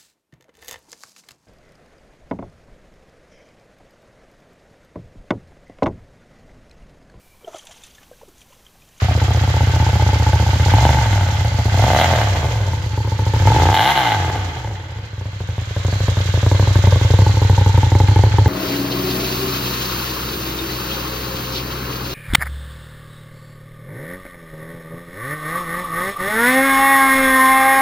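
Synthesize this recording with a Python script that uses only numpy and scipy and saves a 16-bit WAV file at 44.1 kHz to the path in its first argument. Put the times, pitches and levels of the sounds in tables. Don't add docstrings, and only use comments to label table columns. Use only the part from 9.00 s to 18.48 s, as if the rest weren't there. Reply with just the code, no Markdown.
import sys
import numpy as np
from scipy import signal
from scipy.fft import rfft, irfft
from scipy.io import wavfile
from scipy.ndimage import uniform_filter1d, minimum_filter1d

SR = 44100
rng = np.random.default_rng(int(sys.argv[2]) if len(sys.argv) > 2 else 0)


def wav_out(sig):
    wavfile.write(sys.argv[1], SR, np.round(np.clip(np.atleast_2d(sig).T, -1, 1) * 32767).astype(np.int16))


N = 418068
TIME = np.arange(N) / SR


def amp(db):
    return 10 ** (np.asarray(db) / 20)

def curve(rows, t=TIME):
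    return np.interp(t, *np.transpose(rows))

def unit(x):
    return x / np.sqrt(np.mean(x ** 2))

def gate(start, end, attack_s, release_s):
    return np.clip(np.minimum((TIME - start) / attack_s, (end - TIME) / release_s) + .5, 0, 1)

def pan(left_db):
    gains = amp(np.array([[left_db], [-left_db]]) / 2)
    return gains / gains.mean()

def pulses(times, sizes):
    return np.bincount(np.clip(times * SR, 0, None).astype(int), sizes, N)[:N]

def fade(x, decay_s):
    return signal.lfilter([1], [1, -np.exp(-1 / (decay_s * SR))], x)

def at_level(x, db, size=4410):
    power = uniform_filter1d(uniform_filter1d(x.mean(axis=0) ** 2, size), size)
    return x * amp(db) / np.sqrt(np.maximum(power, 1e-18))

def ring(x, spectrum, modes=(), size=16384):
    hz = np.arange(size // 2 + 1) * SR / size + 1e-3
    corner_hz, corner_db = np.transpose(spectrum)
    db = np.interp(np.log(hz), np.log(corner_hz), corner_db)
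    for centre, width, lift in modes:
        db = db + 10 * np.log10(1 + (amp(lift) ** 2 - 1) / (1 + (2 * (hz - centre) / width) ** 2))
    cepstrum = irfft(np.log(amp(db)))
    cepstrum[1:size // 2] *= 2
    cepstrum[size // 2 + 1:] = 0
    response = irfft(np.exp(rfft(cepstrum)))
    return signal.oaconvolve(np.atleast_2d(x), response[None], axes=1)[:, :N]


def hall(x, wet_db, t60_s, spread):
    t = TIME[:2 * SR]
    mid, side = rng.standard_normal((2, len(t)))
    diffuse = mid + spread * np.array([[1], [-1]]) * side
    tail = diffuse * np.exp(-np.log(1000) * t / t60_s) * (1 - np.exp(-t / .018))
    return x + amp(wet_db) * signal.fftconvolve(x, unit(tail) / np.sqrt(len(t)), axes=1)[:, :N]

def overrun_hall(x, overrun, wet_db, t60_s, spread, echo_gain=.8, direct_loss=.3):
    swollen = hall(x * (1 + echo_gain * overrun), wet_db, t60_s, spread)
    return swollen - x * (echo_gain + direct_loss) * overrun

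# time_s, lag_s
FLOOR_LAG = [(0, .00162), (.4, .00154), (.8, .00136), (2.3, .0014), (3.05, .0015), (3.4, .0018),
             (4, .00216), (4.6, .00232), (5, .0025), (5.5, .0024), (6.1, .0019), (6.6, .00175),
             (7.7, .0018), (8.2, .00192), (8.6, .00218), (9.48, .00226)]
def floor_bounce(x, share):
    lag = curve(FLOOR_LAG)
    return x + share * np.array([np.interp(TIME - lag, TIME, channel) for channel in x])

# time_s, distance_m
DISTANCE = [(0, 2.86), (1.2, 2.11), (3.1, 2.45), (4.2, 1.98), (5.2, 2.05), (6.4, 2.58), (7.8, 1.25),
            (8.4, 1.8), (9.48, 1.43)]
def follow(law, state, idle_hz=14, loudest_hz=52.2, reference_m=2):
    speed, throttle, overrun, shock = state
    octaves = np.log2(np.minimum(speed, loudest_hz) / idle_hz)
    halvings = np.log2(reference_m / curve(DISTANCE))
    return sum(db * cause for db, cause in zip(law, (1, octaves, throttle, overrun, shock, halvings)))


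def gear_whine(turns, speed, teeth_per_cycle=320, width_hz=500):
    lowpass = signal.butter(2, width_hz / 2, fs=SR, output="sos")
    wobble = signal.sosfilt(lowpass, rng.standard_normal((2, N)))
    idling = np.clip((18 - speed) / 5, 0, 1)
    return unit(wobble) * np.sin(2 * np.pi * teeth_per_cycle * turns) * idling * pan(-3.5)

def machinery(turns, tick_db, decay_s, ticks_per_cycle=8):
    phases = [(k + rng.random()) / ticks_per_cycle for k in range(ticks_per_cycle)]
    times = np.concatenate([crank_times(turns, phase) for phase in phases])
    impacts = pulses(times, amp(tick_db + 5.4 * rng.standard_normal(len(times))))
    return np.sqrt(1 + fade(impacts, decay_s) ** 2) * rng.standard_normal((2, N))

# idle_db, per_octave_db, throttle_db, overrun_db, shock_db, half_distance_db
WHIRR_LAW = (-38, 7, 1, 0.55, 0, 1.3)
# time_s, offset_db
WHIRR_DRIFT = [(0, -1.5), (1.5, 1.5), (2.3, 0.5), (2.93, 2), (3.15, 1), (4.6, 1), (5.6, -1), (5.95, -5.5),
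               (6.65, -2), (7, 1.5), (8.1, 2.5), (9.48, -1)]
def whirr_level(state):
    return follow(WHIRR_LAW, state) + curve(WHIRR_DRIFT)

# frequency_hz, level_db
WHIRR_SPECTRUM = [(2000, -10), (3300, -3), (4200, 0.5), (5200, -3), (6300, -1), (7400, -3.5), (8100, -18.5),
                  (8900, -15), (9700, -20.5), (12000, -17.5), (15500, -25.5)]
def gear_whirr(turns):
    return ring(machinery(turns, tick_db=-3, decay_s=.015), WHIRR_SPECTRUM) * pan(-36)

# frequency_hz, level_db
CLATTER_SPECTRUM = [(200, -36), (600, -3), (1150, 0.95), (1500, -2), (1850, 0), (2100, -1.5), (2500, -2),
                    (3200, -6.5), (4200, -14), (5200, -15), (7500, -34.5), (9000, -67)]
# centre_hz, width_hz, lift_db
CASE_MODES = [(1532, 120, 6.5), (2076, 47, 7), (2370, 13, 2), (2850, 34, 4.5), (3080, 39, 5.5),
              (3244, 79, 9), (3494, 58, 7), (4000, 220, 9)]
def case_clatter(turns, speed, shock):
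    clatter = ring(machinery(turns, tick_db=-2, decay_s=.017), CLATTER_SPECTRUM, CASE_MODES)
    return floor_bounce(clatter, share=.076) * pan(-.41) * speed / speed[0] * (1 - .22 * shock)


# time_s, speed_hz
IDLE_SPEED = [(0, 15.2), (.8, 15.53), (1.1, 14.83), (1.6, 15.13), (2.6, 14.33), (4.2, 13.96), (6.1, 11.66),
              (9.48, 12.45)]
# open_s, further_s, further_hz, shut_s, top_hz, held_s, coast_decay_s
REVS = [(1.614, 1.74, 20.5, 1.86, 24.8, .03, .75), (2.673, 2.879, 25.5, 3.0, 43.5, .11, .5),
        (4.323, 4.674, 30.25, 4.89, 73, .055, .504)]
# time_s, strength (0-1)
SHOCKS = [(2.87, 0.23), (2.975, 0.6), (2.99, 0.7), (3.05, 0.7), (3.08, 0.17), (3.22, 0.4), (3.26, 0.03),
          (4.68, 0.14), (4.733, 0.48), (4.745, 0.95), (4.92, 1), (4.96, 0.97), (5.13, .75), (5.18, 0.06)]
def engine(coast_to_hz=6.1, opening_s=.11, closing_s=.06):
    speed = idle = curve(IDLE_SPEED)
    throttle = 0
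    for opens, further, further_hz, shuts, top_hz, held_s, coast_s in REVS:
        start_hz = curve(IDLE_SPEED, opens)
        climb = np.interp(TIME, [opens, further, shuts], [start_hz, further_hz, top_hz], left=0)
        coasted_s = np.maximum(TIME - shuts - held_s, 0)
        coast = coast_to_hz + (top_hz - coast_to_hz) * np.exp(-coasted_s / coast_s)
        speed = np.maximum(speed, np.where(TIME < shuts, climb, coast))
        throttle = throttle + gate(opens, shuts + (held_s + closing_s) / 2, opening_s, closing_s)
    shock = np.clip(curve(SHOCKS), 0, 1)
    overrun = uniform_filter1d((speed > idle) * (1 - throttle), size=6600) * (1 - shock)
    return uniform_filter1d(speed, size=2205), throttle, overrun, shock

def dropout():
    return -6 * gate(4.923, 4.952, .004, .004)

def falter():
    return -5 * gate(5.5, 7.5, 1.1, 1.1)

def crank_times(turns, phase):
    return np.interp(np.arange(int(turns[-1] - phase) + 1) + phase, turns, TIME)

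FIRING_PHASES = (.28, .665)
# time_s, cylinder (0 or 1), level_db
BARKS = [(1.331, 0, 4), (1.66, 0, 2), (1.737, 1, 8.5), (1.852, 0, 10.5), (1.891, 0, 9), (2.013, 0, 3.5),
         (2.408, 1, 4), (2.447, 0, 7), (2.586, 0, 7), (2.654, 0, 7.5), (2.794, 1, 2.5), (2.84, 1, 4),
         (2.866, 0, -1), (2.903, 0, 3.5), (2.933, 0, 4), (2.948, 1, 4.5), (2.963, 0, 5.5), (2.988, 0, 3.5),
         (2.999, 1, 4), (3.013, 0, 5), (3.022, 1, 1), (3.044, 1, 4.5), (3.136, 1, 7), (3.215, 1, 5.5),
         (3.975, 0, 3.5), (4.118, 0, 3), (4.191, 0, 6), (4.265, 0, 7.5), (4.336, 0, 6), (4.473, 1, 9),
         (4.519, 1, 4.5), (4.562, 1, 3.5), (4.62, 0, 2), (4.655, 0, 5), (4.688, 0, 5.5), (4.743, 0, 2),
         (4.794, 1, 4), (4.855, 0, 1), (4.976, 1, 5.5), (5.072, 1, 0), (5.127, 1, -0.5), (5.146, 1, 4),
         (5.986, 1, 6), (6.178, 0, 6.5), (6.21, 1, 10), (6.254, 0, 8), (6.403, 0, 9), (6.487, 0, 7),
         (6.763, 0, 4.5), (6.881, 1, 2), (6.925, 0, 5.5), (7.081, 0, 7), (7.169, 0, 3), (7.339, 0, 1),
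         (7.463, 1, 7), (7.514, 0, 7), (7.595, 0, 5.5), (7.673, 0, 0.5), (7.755, 0, 0), (7.838, 0, -3),
         (7.923, 0, -1.5), (8.012, 0, -4.5), (8.103, 0, 0.5), (8.136, 1, 1), (8.188, 0, 4), (8.218, 1, 0.5),
         (8.264, 0, 3), (8.416, 0, 1), (8.496, 0, 3.5), (8.578, 0, 3), (8.661, 0, 4), (8.742, 0, -1),
         (8.776, 1, 5), (8.83, 0, 3.5), (8.918, 0, 5), (8.951, 1, 8.5), (9.001, 0, 9.5), (9.084, 0, 6.5),
         (9.159, 0, 8), (9.19, 1, 3), (9.235, 0, 8), (9.384, 0, 10), (9.458, 0, 6.5)]
def crank(speed):
    times = np.array([time_s for time_s, _, _ in BARKS])
    phases = np.array([FIRING_PHASES[round(cylinder)] for _, cylinder, _ in BARKS]) + .02
    turns = np.cumsum(speed) / SR
    slip = np.unwrap(phases - np.interp(times, TIME, turns), period=1)
    return turns + np.interp(TIME, times, slip - np.round(slip[0]))

MISFIRES = [3.91, 4.147, 6.05, 6.44, 6.525, 6.67, 7.115, 7.255, 8.34, 9.31]
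# time_s, level_db
POPS = [(2.128, 3.5), (3.111, 2), (3.159, 3), (3.185, 3), (3.35, 3.5), (3.454, 2), (5.279, 3.5),
        (5.299, 10), (5.355, 7.5), (5.568, 1.5), (5.645, 4), (5.71, 5)]
def firings(turns, state, lumpy_below_hz=14.85, lumpy_span_hz=3.4, misfire_db=-8.5):
    speed, throttle, overrun, shock = state
    first, second = (crank_times(turns, phase) for phase in FIRING_PHASES)
    times = np.r_[first, second]
    is_second = np.arange(len(times)) >= len(first)
    effort = np.maximum(throttle, shock)
    hz, load, coasting = (np.interp(times, TIME, control) for control in (speed, effort, overrun))
    lumpy = np.clip((lumpy_below_hz - hz) / lumpy_span_hz, 0, 1)
    level_chance, time_chance = rng.standard_normal((len(times), 2)).T
    firing_db = np.where(is_second, -1 + 2 * load - 4 * lumpy, 4 * lumpy)
    scatter_db = 1 + 1.9 * lumpy + 2.6 * coasting
    firing_db = firing_db + scatter_db * level_chance + np.interp(times, TIME, dropout())
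    for time_s, _, level_db in BARKS:
        firing_db[np.argmin(abs(times - time_s))] = level_db
    for time_s in MISFIRES:
        firing_db[np.argmin(abs(times - time_s))] = misfire_db
    jitter_s = .002 / hz * time_chance
    pop_s, pop_db = np.transpose(POPS)
    return np.r_[times + jitter_s, pop_s], np.r_[firing_db, pop_db]


# frequency_hz, level_db
JET_SPECTRUM = [(5000, -19), (9500, -6), (12000, -1), (15500, -7.5)]
def jet_fizz(times, firing_db, steady=.11):
    jet = steady + fade(pulses(times, amp(np.minimum(1.2 * firing_db, 10))), decay_s=.015)
    return ring(jet * rng.standard_normal((2, N)), JET_SPECTRUM) * pan(-20)

# frequency_hz, level_db
BOOM_SPECTRUM = [(15, -56), (28, -20), (45, -10.5), (62, -0.5), (76, 1), (97, 11), (120, 4), (145, -6),
                 (175, -26.5), (230, -29.5), (400, -72.5)]
# idle_db, per_octave_db, throttle_db, overrun_db, shock_db, half_distance_db
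BOOM_LAW = (-10.5, 3.5, 1, -1, -11.5, 3.5)
# centre_hz, width_hz, lift_db
HALL_MODES = [(71, 18, 5.5)]
# time_s, share
HALL_MODE_SHARE = [(0, 1), (1.7, 0.9), (2.6, 0.43), (4.5, 0.061), (5.4, 0.95), (6.2, 0)]
def silencer(times, firing_db, state, lag_s=.00094, scatter_db=.9):
    slug_db = .35 * firing_db + np.minimum(firing_db + 7, 0)
    slugs = pulses(times + lag_s, -amp(slug_db + scatter_db * rng.standard_normal(len(times))))
    share = curve(HALL_MODE_SHARE)
    boom = (1 - share) * ring(slugs, BOOM_SPECTRUM) + share * ring(slugs, BOOM_SPECTRUM, HALL_MODES)
    boom = hall(boom, wet_db=-18, t60_s=1.4, spread=.3)
    return at_level(boom, follow(BOOM_LAW, state) + falter(), size=11000)

def blowdown(times, speed):
    hz = np.interp(times, TIME, speed)
    return .04 / hz, .8 * np.clip((31 - hz) / 10, .13, 1)

def puffs(times, sizes, rough, decay_s):
    gas = np.sqrt(2 / (decay_s * SR)) * fade(pulses(times, sizes * rough), decay_s)
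    return pulses(times, sizes) + gas * rng.standard_normal(N)

def steepen(x, shock, corner_hz=2500):
    soft = signal.sosfiltfilt(signal.butter(3, corner_hz, fs=SR, output="sos"), x)
    return soft + (x - soft) * (.23 + 1.16 * shock ** 2)

# idle_db, per_octave_db, throttle_db, overrun_db, shock_db, half_distance_db
CRACK_LAW = (-7.5, 12, 0, 6.5, -5, 12)
# frequency_hz, level_db
CRACK_SPECTRUM = [(300, -16.5), (600, -3), (880, 8), (1280, -1), (1550, 8), (1820, 1.5), (2070, 9),
                  (2550, -9), (2950, 6), (3800, 2), (4300, -3.5), (4900, -65), (9000, -53), (15500, -47)]
# centre_hz, width_hz, lift_db
CRACK_MODES = [(1490, 110, 3), (2070, 86, 1.5), (2960, 140, 3)]
def pipe_crack(times, firing_db, opening_s, rough, state):
    *_, shock = state
    crack_db = np.interp(times, TIME, follow(CRACK_LAW, state))
    strength = np.interp(times, TIME, shock)
    sizes = amp(firing_db + crack_db) * (amp(-15) + strength)
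    fronts = puffs(times + opening_s / 2, sizes, rough + .5 - .17 * strength, decay_s=.003)
    return floor_bounce(ring(steepen(fronts, shock), CRACK_SPECTRUM, CRACK_MODES), share=.17)

# idle_db, per_octave_db, throttle_db, overrun_db, shock_db, half_distance_db
RASP_LAW = (-33, 9, 1, 1.1, 8, 4.5)
def rasp(crack, clatter, state):
    level_db = follow(RASP_LAW, state) + .045 * falter() + .49 * dropout()
    return at_level(crack * pan(.86) + amp(-36.5) * clatter, level_db, size=3000)

# frequency_hz, level_db
THUD_SPECTRUM = [(100, -38), (150, 8.5), (185, 4), (235, 0.5), (290, 5), (400, -1), (560, -1.5),
                 (700, -6.5), (1000, -15), (2500, -46.5)]
# idle_db, per_octave_db, throttle_db, overrun_db, shock_db, half_distance_db
THUD_LAW = (-25, 8, 0.5, -3, -7, 5.5)
def pipe_thud(times, firing_db, opening_s, rough, state):
    thud = ring(puffs(times + opening_s, amp(firing_db), rough, decay_s=.012), THUD_SPECTRUM)
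    level_db = follow(THUD_LAW, state) + .49 * falter()
    return floor_bounce(at_level(thud, level_db, size=11000), share=.3)

# frequency_hz, level_db
PIPE_SPECTRUM = [(250, -35.5), (550, -3), (720, 3), (860, 6), (1020, -3.5), (1250, -7.5), (1600, -9.5),
                 (2100, -15), (2600, -30.5), (5000, -59)]
THROAT_SPECTRUM = [(300, -35.5), (560, -1), (670, 4.5), (770, 13.5), (860, -8), (1000, -13), (2500, -34)]
KNOCK_SPECTRUM = [(200, -19), (440, -11), (570, 9), (700, -5.5), (1200, -33.5)]
# centre_hz, width_hz, lift_db
PIPE_MODES = [(892, 88, 12.5)]
# time_s, gain
NOTE_GAIN = [(0, 0.65), (1.6, 1.2), (1.85, 1.9), (2.1, 1.5), (2.75, 0.87), (2.95, 0.45), (3.3, 1),
             (4.5, 0.81), (4.75, 0.5), (4.98, 0.35), (5.12, 0.88), (5.4, 0.2), (6.4, 0.46), (8, 0.49),
             (8.3, 1.5), (9.48, 1)]
THROAT_GAIN = [(0, 1.4), (.6, 0.077), (2.6, 0.076), (2.85, 0.96), (3.3, 0.61), (4.6, 0.13), (5.4, 0.29),
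               (6, 0.043)]
KNOCK_GAIN = [(0, .05), (3.4, 0.12), (4.25, .7), (4.7, 0.18), (5.7, 0.23), (6.2, 1.2), (7.3, 1.06),
              (8.3, 0.32), (9.48, .3)]
# idle_db, per_octave_db, throttle_db, overrun_db, shock_db, half_distance_db
TONE_LAW = (-28.5, 12, 0.37, -3.5, -0.5, 5)
def pipe_tone(times, firing_db, opening_s, rough, state):
    flow = puffs(times + opening_s / 2, amp(firing_db), rough, decay_s=.0099)
    body = ring(flow, PIPE_SPECTRUM)
    note = curve(NOTE_GAIN) * (ring(flow, PIPE_SPECTRUM, PIPE_MODES) - body)
    throat = curve(THROAT_GAIN) * ring(flow, THROAT_SPECTRUM)
    knock = curve(KNOCK_GAIN) * ring(flow, KNOCK_SPECTRUM)
    level_db = follow(TONE_LAW, state) + 1.47 * falter()
    tone = at_level(body + note + throat + knock, level_db, size=11000)
    return floor_bounce(tone, share=.4) * pan(.44)


def scene():
    speed, _, overrun, shock = state = engine()
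    turns = crank(speed)
    times, firing_db = firings(turns, state)
    opening_s, rough = blowdown(times, speed)
    thud = pipe_thud(times, firing_db, opening_s, rough, state)
    tone = pipe_tone(times, firing_db, opening_s, rough, state)
    crack = pipe_crack(times, firing_db, opening_s, rough, state)
    bark = overrun_hall(thud + tone, overrun, wet_db=-10.5, t60_s=1.3, spread=.3)
    crack = overrun_hall(crack, overrun, wet_db=-12, t60_s=1.4, spread=.7)
    clatter = case_clatter(turns, speed, shock)
    whirr_db = whirr_level(state)
    whirr = at_level(gear_whirr(turns), whirr_db)
    whine = amp(whirr_db + 1.5) * gear_whine(turns, speed)
    fizz_db = whirr_db + falter() - 16 + 13 * shock ** 2
    fizz = at_level(jet_fizz(times, firing_db), fizz_db)
    boom = silencer(times, firing_db, state)
    return boom + bark + rasp(crack, clatter, state) + whirr + whine + fizz

def gain_control(x, ceiling_db=-1, hold_s=1, release_db_per_s=11):
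    peaks = uniform_filter1d(-minimum_filter1d(-abs(x).max(axis=0), size=1300), size=3500)
    over_db = np.maximum(20 * np.log10(peaks + 1e-9) - ceiling_db, 0)
    half = int(hold_s * SR / 2)
    held_db = -minimum_filter1d(-over_db, 2 * half + 1, origin=half, mode="nearest")
    recovery_db = release_db_per_s * TIME
    return x * amp(recovery_db - np.maximum.accumulate(held_db + recovery_db))

def record(dry, top_hz=15600):
    ducked = gain_control(dry)
    headroom = np.minimum(1, .97 / (abs(ducked).max(axis=0) + 1e-9))
    gain = uniform_filter1d(minimum_filter1d(headroom, size=200), size=200)
    return signal.sosfilt(signal.ellip(10, .2, 80, top_hz, fs=SR, output="sos"), ducked * gain)


dry = scene()
out = record(dry)
wav_out(out)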